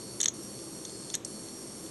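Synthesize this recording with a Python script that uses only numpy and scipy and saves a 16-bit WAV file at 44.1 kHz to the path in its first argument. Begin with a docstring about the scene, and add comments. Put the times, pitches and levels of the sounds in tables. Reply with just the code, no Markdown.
"""A quiet room, a failing hard disk on the desk. The platters whir; the head servo whines on
multiples of the spin rate. Twice the arm loses the track: the whine stops, the arm knocks against
its stops and the case rings, then the servo catches again with a short rasp.
Faint seek ticks fall in between."""
import sys
import numpy as np
from scipy import signal
from scipy.fft import rfft, irfft
from scipy.io import wavfile
from scipy.ndimage import uniform_filter1d

SR = 44100
rng = np.random.default_rng(int(sys.argv[2]) if len(sys.argv) > 2 else 0)


def to_wav(s):
    """Save 16-bit WAV."""
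    ch = np.atleast_2d(s).T  # columns
    pcm = np.round(np.clip(ch, -1, 1) * 32767)  # PCM
    wavfile.write(sys.argv[1], SR, pcm.astype(np.int16))


N = 83790
TIME_S = np.arange(N) / SR

# Arm strikes. Each row: start in seconds, level in dB, extra body in dB, extra treble in dB.
ARM_KNOCKS = [(0.202, -26, 2, -7), (0.2029, -17.5, 1, -3), (0.206, -18.5, 3, 0), (.2080, -30, 12, -2),
              (0.2128, -19, 1, 13), (.2150, -19, 2.5, -2), (.2288, -22, -3, 2), (0.2308, -10, -6.5, -7.5),
              (.2380, -19, -1, -8), (.2429, -28.5, 14, 18), (.2573, -18, 15, -13), (.2582, -8.5, -5, -4),
              (0.2802, -25, 8, 0), (0.2817, -27, 8, -1), (0.2835, -12, -7, -10), (0.2912, -28.5, -5, -9),
              (1.1394, -25.5, 7, -10), (1.1419, -19, 2, -11), (1.146, -21, 5, -8), (1.1514, -19, -12, 7),
              (1.1521, -17, 2, 6.5), (1.1562, -31, 2, 2), (1.1595, -34, 4, -6)]
# Short seeks. 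Each row: start in seconds, level in dB.
SEEK_TICKS = [(.5894, -41), (0.8511, -27), (0.894, -35), (1.1004, -27), (1.4858, -38), (1.8627, -40)]
# Colour of the coil's push. Each row: frequency in Hz, gain in dB.
COIL_SPECTRUM = [(2000, -8), (3300, 5.5), (4300, 5), (6400, -1.5), (8000, -9)]
# Modes of arm and case. Each row: frequency in Hz, gain in dB, T60 in seconds.
ARM_MODES = [(740, -43, 0.0034), (1140, -27.5, 0.0054), (1732, -30, 0.02), (2070, -25.5, 0.01),
             (3027, -17, 0.0053), (3566, -13.5, 0.01), (4040, -17, .008), (4330, -18, .011),
             (5610, -13, 0.012), (6090, -7, 0.0081), (6510, -4.5, 0.01), (6714, -5.5, 0.011),
             (7510, -14, .01), (8000, -13, 0.0086), (8320, -14, 0.0056), (9400, -29.5, 0.0059),
             (10800, -27, 0.0097), (11300, -28.5, 0.01)]
# Strong whine partials. Each row: multiple of the spin rate, home-track and far-track base level in dB.
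WHINE_PARTIALS = [(36, -60, -56), (37, -59, -58), (42, -70, -61), (45, -61, -59), (46, -63, -66),
                  (47, -57, -67), (48, -67, -73), (49, -74, -64), (51, -68, -72), (55, -68, -64),
                  (56, -73, -67), (60, -67, -63), (61, -64, -64), (62, -70, -65), (67, -67, -64),
                  (69, -67, -77), (70, -61, -59), (71, -63, -62), (76, -65, -69), (79, -63, -67),
                  (81, -69, -68), (82, -65, -74), (83, -63, -68), (84, -61, -67), (85, -69, -67),
                  (86, -68, -70), (87, -61, -63), (88, -67, -75), (96, -65, -69)]
# Arm resonances shaken by random servo corrections.
# Each row: centre in Hz, width in Hz, home-track and far-track base level in dB.
HISS_BANDS = [(4360, 200, -62.5, -61.5), (5630, 270, -58.5, -61), (5670, 280, -70, -62),
              (6600, 460, -61.5, -63), (7350, 260, -63, -60.5), (8455, 230, -54.5, -55),
              (8623, 190, -57.5, -56), (9430, 930, -64.5, -57), (10120, 320, -64, -64)]
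# Swell of the servo's low whistle. Each row: time in seconds, gain in dB.
WHISTLE_SWELL = [(0, 2), (.13, 2), (.19, -4), (.4, -2), (.55, 0), (.7, -3), (.9, -1), (1.3, -1), (1.5, 1),
                 (1.6, -3), (1.9, -2)]
# Track lost. Each row: start in seconds, end in seconds.
OFF_TRACK_S = [(.203, .337), (1.146, 1.2475)]
# Servo catches again. Each row: start in seconds, level in dB relative to the usual hiss.
SERVO_CATCHES = [(0.336, -4), (1.248, 19.5)]
# Air and bearing noise. Each row: frequency in Hz, relative spectral density in dB.
WHIR_SPECTRUM = [(25, -18), (60, -13), (115, -3.5), (220, -1), (350, 0), (450, -3.5), (620, -10),
                 (850, -14.5), (1150, -15), (1500, -20), (2500, -23), (3700, -21), (5000, -29), (6200, -20),
                 (9000, -29.5), (11800, -30.5)]
# Hum of the case on the desk. Each row: centre in Hz, width in Hz, level in dB.
CASE_HUM = [(121.5, 6.1, -62.5), (206.7, 8.1, -57.5), (327.3, 14, -55), (388.4, 8.5, -59.5),
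            (525.5, 12, -62)]

BODY_FADE_HZ, TREBLE_RISE_HZ = (3600, 5600), (6800, 7800)
BLOW_GAIN_DB, SCATTER_DB = 1, 2.5
BRAKE_LAG_S, BRAKE_DB = 0.00118, -3.5
CHATTER_DB, CHATTER_DECAY_S = -7, 0.002
SPIN_HZ, FAR_TRACK_S = 120.745, (0.853, 1.146)
WHINE_GAIN_DB, WEAK_PARTIAL_DB, WAVER_DB = -1, -73, 2.6
CATCH_HOLD_S, CATCH_DECAY_S = 0.0027, 0.002
CASE_RING_DB, ROOM_DB, WHIR_DB = -21, -16.5, -46.5


def arm():
    """Knocks and seeks (push, then brake) ring the same modes; small contacts chatter after each blow."""
    seek_s, seek_db = np.transpose([(start_s + lag_s, db + gain_db) for start_s, db in SEEK_TICKS
                                    for lag_s, gain_db in ((0, 0), (BRAKE_LAG_S, BRAKE_DB))])
    knock_s, knock_db, body_db, treble_db = np.transpose(ARM_KNOCKS)
    onsets = (np.r_[knock_s, seek_s] * SR).astype(int)
    pole = np.exp(-2 / (CHATTER_DECAY_S * SR))
    ringing = 0
    for k, (hz, mode_db, t60_s) in enumerate(ARM_MODES):
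        colour_db = body_db * np.interp(hz, BODY_FADE_HZ, [1, 0])
        colour_db += treble_db * np.interp(hz, TREBLE_RISE_HZ, [0, 1])
        coil_db = np.interp(hz, *np.transpose(COIL_SPECTRUM))
        blow_db = BLOW_GAIN_DB + mode_db + np.r_[knock_db + colour_db, seek_db + coil_db]
        blows = np.zeros(N)
        blows[onsets] = from_db(blow_db + SCATTER_DB * rng.standard_normal(len(onsets)))
        chatter_power = signal.lfilter([1 - pole], [1, -pole], blows ** 2 + 1e-18)
        chatter = from_db(CHATTER_DB) * np.sqrt(chatter_power) * rng.standard_normal(N)
        ringing += (-1) ** k * ring(blows + chatter, hz, t60_s)
    return ringing


def ring(force, hz, t60_s):
    """One damped mode; a unit click rings at height 1."""
    radius = from_db(-60 / (t60_s * SR))
    real_part = radius * np.cos(2 * np.pi * hz / SR)
    return signal.lfilter([1, -real_part], [1, -2 * real_part, radius ** 2], force + 1e-18)


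def servo():
    """Track following: whine repeating each turn, plus hiss. Both stop off track; a catch rasps."""
    far = gate(*FAR_TRACK_S)
    strong = {int(k): levels_db for k, *levels_db in WHINE_PARTIALS}
    whine = hiss = 0
    for k in range(35, 98):
        hz = k * SPIN_HZ
        home_db, far_db = strong.get(k, (WEAK_PARTIAL_DB, WEAK_PARTIAL_DB))
        waver_db = WAVER_DB * resonant_noise(0, width_hz=14)
        rms = from_db(WHINE_GAIN_DB + servo_db(hz, home_db, far_db, far) + waver_db)
        whine += rms * np.sqrt(2) * np.sin(2 * np.pi * (hz * TIME_S + rng.random()))
    for hz, width_hz, home_db, far_db in HISS_BANDS:
        hiss += from_db(servo_db(hz, home_db, far_db, far)) * resonant_noise(hz, width_hz)
    tracking = 1 - sum(gate(*span_s) for span_s in OFF_TRACK_S)
    catching = 0
    for start_s, db in SERVO_CATCHES:
        decay = np.exp(-np.maximum(TIME_S - start_s - CATCH_HOLD_S, 0) / CATCH_DECAY_S)
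        catching += from_db(db) * (TIME_S > start_s) * decay
    return tracking * (whine + hiss) + catching * hiss


def servo_db(hz, home_db, far_db, far, whistle_below_hz=4700):
    """Each track has its own colour; the low whistle slowly swells and sinks."""
    swell_db = np.interp(TIME_S, *np.transpose(WHISTLE_SWELL)) * (hz < whistle_below_hz)
    return home_db + far * (far_db - home_db) + swell_db


def platters():
    """Steady rush of the spinning disks, plus case hum."""
    hz, db = np.transpose(WHIR_SPECTRUM)
    air = shaped_noise(lambda f: from_db(np.interp(np.log(f), np.log(hz), db)))
    hum = sum(from_db(hum_db) * resonant_noise(hum_hz, width_hz) for hum_hz, width_hz, hum_db in CASE_HUM)
    return from_db(WHIR_DB) * air + hum


def reflections(sound, t60_s):
    """Dense, decaying reflections."""
    response = rng.standard_normal(N) * from_db(-60 * TIME_S / t60_s)
    return signal.fftconvolve(sound, response / np.linalg.norm(response))[:N]


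def resonant_noise(hz, width_hz):
    """Unit-RMS noise in one resonance."""
    return shaped_noise(lambda f: 1 / (1 + ((f - hz) / (width_hz * np.sqrt(0.5))) ** 2))


def shaped_noise(gain_at):
    """Unit-RMS noise with spectrum gain_at(hz)."""
    hz = np.maximum(np.arange(N // 2 + 1) * SR / N, 1)
    noise = irfft(rfft(rng.standard_normal(N)) * gain_at(hz), N)
    return noise / np.sqrt(np.mean(noise ** 2) + 1e-20)


def gate(start_s, end_s, fade_s=0.0051):
    """1 inside the span, 0 outside, with linear fades."""
    return uniform_filter1d(1.0 * ((TIME_S > start_s) & (TIME_S < end_s)), int(fade_s * SR))


def from_db(db):
    """Decibels to gain."""
    return 10 ** (np.asarray(db) / 20)


def scene():
    """The drive from close by, mono; case ring and room on knocks and seeks only."""
    blows = arm()
    blows += from_db(CASE_RING_DB) * reflections(blows, t60_s=0.037)
    room = from_db(ROOM_DB) * reflections(blows, t60_s=0.19)
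    return (blows + room + servo() + platters())[None]


def record(dry):
    """Steep low-pass."""
    cutoff_hz = 11900
    return signal.sosfilt(signal.ellip(10, 0.2, 70, cutoff_hz, fs=SR, output="sos"), dry)


dry = scene()
out = record(dry)
to_wav(out)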